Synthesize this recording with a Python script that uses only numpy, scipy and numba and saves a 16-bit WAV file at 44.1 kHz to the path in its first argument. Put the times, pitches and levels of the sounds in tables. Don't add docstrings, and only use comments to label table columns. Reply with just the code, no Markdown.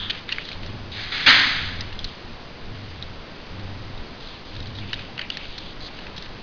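import sys
import numpy as np
from scipy import signal
from scipy.fft import rfft, irfft
from scipy.io import wavfile
from scipy.ndimage import uniform_filter1d
from numba import njit

SR = 44100
rng = np.random.default_rng(int(sys.argv[2]) if len(sys.argv) > 2 else 0)


def generate_wav(sig):
    pcm = np.round(np.clip(np.atleast_2d(sig).T, -1, 1) * 32767).astype(np.int16)
    wavfile.write(sys.argv[1], SR, pcm)


def magnitude_from_level(level_db):
    exponent = np.asarray(level_db, float) / 20
    return 10 ** exponent


N = 283210
TIME_S = np.arange(N) / SR

# frequency_hz, density_db
HISS_SPECTRUM = [(88, -34), (150, -4.5), (195, -5), (612, -11), (668, -12), (1060, -13), (1140, -14.5),
                 (4800, -19.5), (6240, -53), (10600, -120)]
# start_s, busy_s, trailing_s, buzz_db
CARD_WRITES = [
    (-0.45, 0.31, 0.25, -34.5),
    (0.569, 0.3, 0.22, -35),
    (1.57, 0.3, 0.21, -34.5),
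    (2.639, 0.23, 0.32, -35.5),
    (3.53, 0.29, 0.2, -33.5),
    (4.55, 0.345, 0.18, -34.5),
    (5.54, 0.12, 0.17, -43.5),
    (6.28, 0.1, 0.063, -47),
]
# start_s, length_s, level_db, centre_hz, width_hz
STROKES = [(0.0, 0.069, -33, 3370, 350), (0.098, 0.011, -23, 3170, 900), (0.112, 0.063, -38, 3000, 1300),
           (0.28, 0.12, -38.5, 2500, 1200), (0.374, 0.049, -38.5, 2740, 1200),
           (0.443, 0.027, -40, 3950, 596), (0.467, 0.059, -39.5, 3430, 1305),
           (0.632, 0.06, -45.5, 3320, 1290), (1.793, 0.24, -53, 2519, 1500), (2.0, 0.11, -43.5, 3460, 1200),
           (2.747, 0.32, -50, 2930, 1700), (4.202, 0.15, -43, 3630, 1203), (4.451, 0.25, -48, 3520, 1250),
           (4.749, 0.089, -43.5, 3730, 900), (4.814, 0.03, -40.5, 2600, 799),
           (4.873, 0.11, -42, 3030, 1300), (4.962, 0.06, -40.5, 2750, 1100), (5.177, 0.052, -38, 2330, 590),
           (5.315, 0.056, -36.5, 3150, 960), (5.364, 0.078, -41, 2850, 1300),
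           (5.448, 0.24, -42.5, 3360, 1210), (5.806, 0.076, -41, 4160, 705),
           (5.882, 0.19, -46.5, 2900, 1500), (6.162, 0.078, -46, 3700, 950)]
# end_s, level_db, centre_hz, width_hz
LANDING = (0.23, -41.5, 1496, 904)
# start_s, peak_db, panel_hz, dull_db, spread_ms
CREASE_SNAPS = [(0.0995, -13, 3220, -3.5, 1.2), (0.1485, -28, 3120, 0, 1.6), (0.291, -11.5, 3580, 1.5, 0.7),
                (0.3189, -15.5, 2730, -4, 4.6), (0.3243, -11, 2900, -20, 0.58),
                (0.3841, -14, 2120, 9, 0.33), (0.4883, -19, 4000, -3, 0.62),
                (0.516, -21, 2530, -13.5, 0.55), (0.53, -19.5, 3900, -5.5, 0.5),
                (1.807, -20, 3980, -9.5, 1.6), (1.8088, -12, 5030, -4, 1), (1.991, -17, 3350, -18, 1),
                (2.044, -10.5, 4220, -20, 0.47), (2.048, -17, 3960, -5.5, 0.72),
                (3.0255, -15, 3910, -9, 0.58), (4.9314, -12.5, 2940, -3, 0.72),
                (4.9401, -14, 3860, -6, 0.41), (5.1794, -18, 2990, -9, 0.29),
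                (5.1925, -15, 3120, 0.5, 0.95), (5.2144, -16, 2960, -6, 0.72),
                (5.3022, -7, 3080, -13, 0.49), (5.3713, -12.5, 4300, 1, 0.44),
                (5.58, -18.5, 4160, -6, 1.18), (6.0676, -25.5, 2560, -1, 0.814)]
# start_s, peak_db, panel_hz
FAINTER_SNAPS = [(0.452, -22.5, 3830), (0.6317, -29, 3360), (0.6626, -23.5, 4500), (1.927, -23, 2900),
                 (3.596, -28, 3840), (3.85, -33, 3620), (3.977, -28.5, 3820), (4.224, -33, 3680),
                 (4.273, -23, 4020), (4.5514, -26.5, 3980), (4.5638, -25, 3840), (4.603, -23, 3920),
                 (4.6262, -26, 3920), (4.6587, -27.5, 3340), (4.67, -24.5, 4000), (4.7526, -27.5, 4020),
                 (4.7862, -21.5, 3700), (4.992, -24.5, 2570), (5.454, -25, 2496), (5.8462, -26, 3960),
                 (5.8647, -25, 4050), (5.9886, -26.5, 2800), (6.1642, -26, 4100), (6.171, -26, 4140),
                 (6.179, -22, 4050), (6.2239, -22, 4150), (6.2593, -30, 3030)]
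# start_s, hold_s, effort_db, dull_share_db, fade_db_per_s
PUSHES = [
    (0.912, 0.12, -31.5, -1.5, 59),
    (1.115, 0.19, -27.5, 0.6, 248.5),
    (1.259, 0.024, -11, 2, 68.5),
]
# start_s, peak_db
HARD_SLIPS = [
    (1.2868, -8),
    (1.2998, -12),
    (1.3062, 0.4),
    (1.3187, -7),
    (1.3494, -8),
    (1.3645, -10),
]
# centre_hz, width_hz, gain_db
DULL_PANELS = [(101, 48, -10), (269, 39, -7), (610, 270, -14.5), (1500, 670, -0.5), (2193, 630, 0.5)]
# centre_hz, width_hz, gain_db
BRIGHT_PANELS = [(3150, 1070, -4.5), (3550, 500, 6.5), (3970, 1570, -0.5)]


def level(x, db):
    return x * magnitude_from_level(db) / np.sqrt(np.mean(x ** 2))


def ramp(start_s, length_s):
    return np.clip((TIME_S - start_s) / length_s, 0, 1)


def walk(rate_hz):
    hold = int(SR / rate_hz)
    held = np.repeat(rng.standard_normal(N // hold + 1), hold)
    return 1.2 * uniform_filter1d(held, hold)[:N]


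def slips(scatter_db, size=N):
    strength = np.minimum(rng.exponential(size=size // 20 + 1), 4.5)
    return rng.standard_normal(size) * magnitude_from_level(scatter_db * np.repeat(strength, 20)[:size])


def ring(x, hz, width_hz):
    return signal.lfilter(*signal.iirpeak(hz, hz / width_hz, fs=SR), x)


def body(x, modes):
    total = 0
    for k, (hz, width_hz, db) in enumerate(modes):
        total = total + (-1) ** k * magnitude_from_level(db) * ring(x, hz, width_hz)
    return total


@njit
def sweep(x, hz, width_hz):
    y, band, low = np.empty(len(x)), 0., 0.
    for i in range(len(x)):
        g = np.tan(np.pi * hz[i] / SR)
        damping = width_hz[i] / hz[i]
        v = (band + g * (x[i] - low)) / (1 + g * (g + damping))
        band = 2 * v - band
        low = low + 2 * g * v
        y[i] = damping * v
    return y


def amplifier_hiss():
    f = np.maximum(np.fft.rfftfreq(N, 1 / SR), 1)
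    hz, db = np.transpose(HISS_SPECTRUM[1:-2])
    shape = magnitude_from_level(np.interp(np.log(f), np.log(hz), db)) * np.minimum(f / 40, 1)
    noise = irfft(rfft(rng.standard_normal(N)) * shape, N)
    return level(noise, -37.5) * magnitude_from_level(0.48 * walk(5))


def card_load():
    idle_hz, busy_hz, edge_s = 92.1, 96.5, 0.09
    lurch_s, trail_db = 0.037, -6
    buzz, busy, wander = magnitude_from_level(-63), 0, magnitude_from_level(-45)
    for start, hold, trail, db in CARD_WRITES:
        end = start + hold + trail
        on, eased, off = (ramp(s - edge_s / 2, edge_s) for s in (start, start + hold, end))
        buzz = buzz + magnitude_from_level(db) * (on - eased + magnitude_from_level(trail_db) * (eased - off))
        busy = busy + on - eased
        wander = wander + magnitude_from_level(db - 13) * (on - off)
        for s in (start, end):
            wander = wander + magnitude_from_level(db - 11) * np.exp(-((TIME_S - s) / lurch_s) ** 2)
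    return buzz, idle_hz + (busy_hz - idle_hz) * busy, wander


def camera():
    buzz_gain, buzz_hz, wander_gain = card_load()
    phase = 2 * np.pi * np.cumsum(buzz_hz * (1 + 0.1764 * walk(90))) / SR
    saw = np.sin(phase) + 0.35 * np.sin(2 * phase - .8) + 0.19 * np.sin(3 * phase - 1.6)
    buzz = saw * buzz_gain * magnitude_from_level(1.95 * walk(60))
    steps = np.repeat(rng.standard_normal(N // 900 + 1), 900)[:N]
    steps = uniform_filter1d(steps, 180)
    drift_free = steps - uniform_filter1d(steps, 3500)
    wander = level(drift_free, 2.0) * wander_gain
    return amplifier_hiss() + buzz + wander


def rustle():
    fade_s = 0.044
    gain, hz, width = np.zeros(N), np.full(N, 3000.), np.full(N, 1200.)
    for start, length, db, centre_hz, width_hz in STROKES:
        begun = TIME_S >= start
        fade = np.exp(-np.maximum(TIME_S - start - length, 0) / fade_s)
        gain = np.where(begun, magnitude_from_level(db) * fade, gain)
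        hz = np.where(begun, centre_hz, hz)
        width = np.where(begun, width_hz, width)
    gain, hz, width = (uniform_filter1d(v, size=120) for v in (gain, hz, width))
    drive = level(slips(2.3) * magnitude_from_level(1.2 * walk(70)), 0)
    panel = sweep(sweep(drive, hz, 1.7 * width), hz, 2.8 * width)
    return panel * gain * np.sqrt(SR / 2 / width) * magnitude_from_level(-2.0)


def landing():
    end_s, db, centre_hz, width_hz = LANDING
    contact = ring(ring(slips(0.97), centre_hz, width_hz), centre_hz, 2 * width_hz)
    return level(contact, db) * np.clip(1.3 - TIME_S / end_s, 0, 1)


def snap(panel_hz, dull_db, spread_ms, bright_db):
    size = 2048
    shower = slips(2.54, size) * np.exp(-np.arange(size) / SR / (0.0038 * np.sqrt(spread_ms)))
    shower[0] += 5.03 / spread_ms
    glint_db = bright_db + 6.5 + (panel_hz - 4000) / 120
    modes = [(panel_hz, 600, 0), (1950, 700, dull_db), (4100, 1900, bright_db), (5500, 900, glint_db)]
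    sound = np.zeros(size)
    for hz, width_hz, db in modes:
        sound += level(ring(ring(shower, hz, width_hz), hz, 1.55 * width_hz), db)
    return sound / np.abs(sound).max()


def snaps():
    out = np.zeros(N)
    rows = [(*row, -0.5) for row in CREASE_SNAPS]
    rows += [(*row, -3, 1.1, 1) for row in FAINTER_SNAPS]
    for start, peak_db, panel_hz, dull_db, spread_ms, bright_db in rows:
        sound = snap(panel_hz, dull_db, spread_ms, bright_db) * magnitude_from_level(peak_db + 2.0)
        i = int(start * SR)
        out[i:i + len(sound)] += sound[:N - i]
    return out


def crackle():
    bright, dull = np.zeros(N), np.zeros(N)
    for start, hold, db, dull_db, fade in PUSHES:
        push = ramp(start, 0.007) ** 2 * magnitude_from_level(db)
        faded_db = fade * np.maximum(TIME_S - start - hold, 0)
        bright += push * magnitude_from_level(-faded_db)
        dull += push * magnitude_from_level(dull_db - 0.93 * faded_db)
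    dull *= ramp(PUSHES[0][0], 0.07)
    drive = level(slips(1.56) * magnitude_from_level(1.2 * walk(120)), 0)
    dense = body(drive * dull, DULL_PANELS) + body(drive * bright, BRIGHT_PANELS)
    tick = body(np.eye(1, 512)[0], DULL_PANELS + BRIGHT_PANELS)
    hard = np.zeros(N)
    for start, peak_db in HARD_SLIPS:
        hard[int(start * SR)] = magnitude_from_level(peak_db) / np.abs(tick).max()
    return 0.79 * np.tanh(3.33 * dense) + np.convolve(hard, tick)[:N]


def room(x):
    t60_s, tail_db, first_reflection_s = 0.96, -6.5, .008
    t = np.arange(SR) / SR
    tail = rng.standard_normal(SR) * magnitude_from_level(-60 * t / t60_s) * (t > first_reflection_s)
    tail = tail + 0.46 * ring(tail, 3500, 980)
    tail *= magnitude_from_level(tail_db) / np.sqrt(np.sum(tail ** 2))
    return signal.fftconvolve(x, tail)[:N]


def scene():
    noise = camera()
    near = rustle() + landing() + snaps()
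    loud = crackle()
    return (near + loud + room(loud + 0.045 * near) + noise)[None]


def band_limit(x):
    return signal.sosfilt(signal.butter(12, 17400, fs=SR, output="sos"), x)


def record(dry):
    step, bits = 4, 8
    guard = signal.firwin(121, 5150, window=("kaiser", 4.0), fs=SR)
    rounding = (rng.random(N) - .5) / 2 ** (bits - 1)
    sampled = signal.fftconvolve(dry, guard[None], mode="same") + rounding
    kept = step * sampled * (np.arange(N) % step == 0)
    rebuild = signal.firwin(73, 5600, window=("kaiser", 10), fs=SR)
    out = signal.fftconvolve(kept, rebuild[None], mode="same") - .0038
    out = np.clip(out, -.96, .96)
    return band_limit(out)


dry = scene()
out = record(dry)
generate_wav(out)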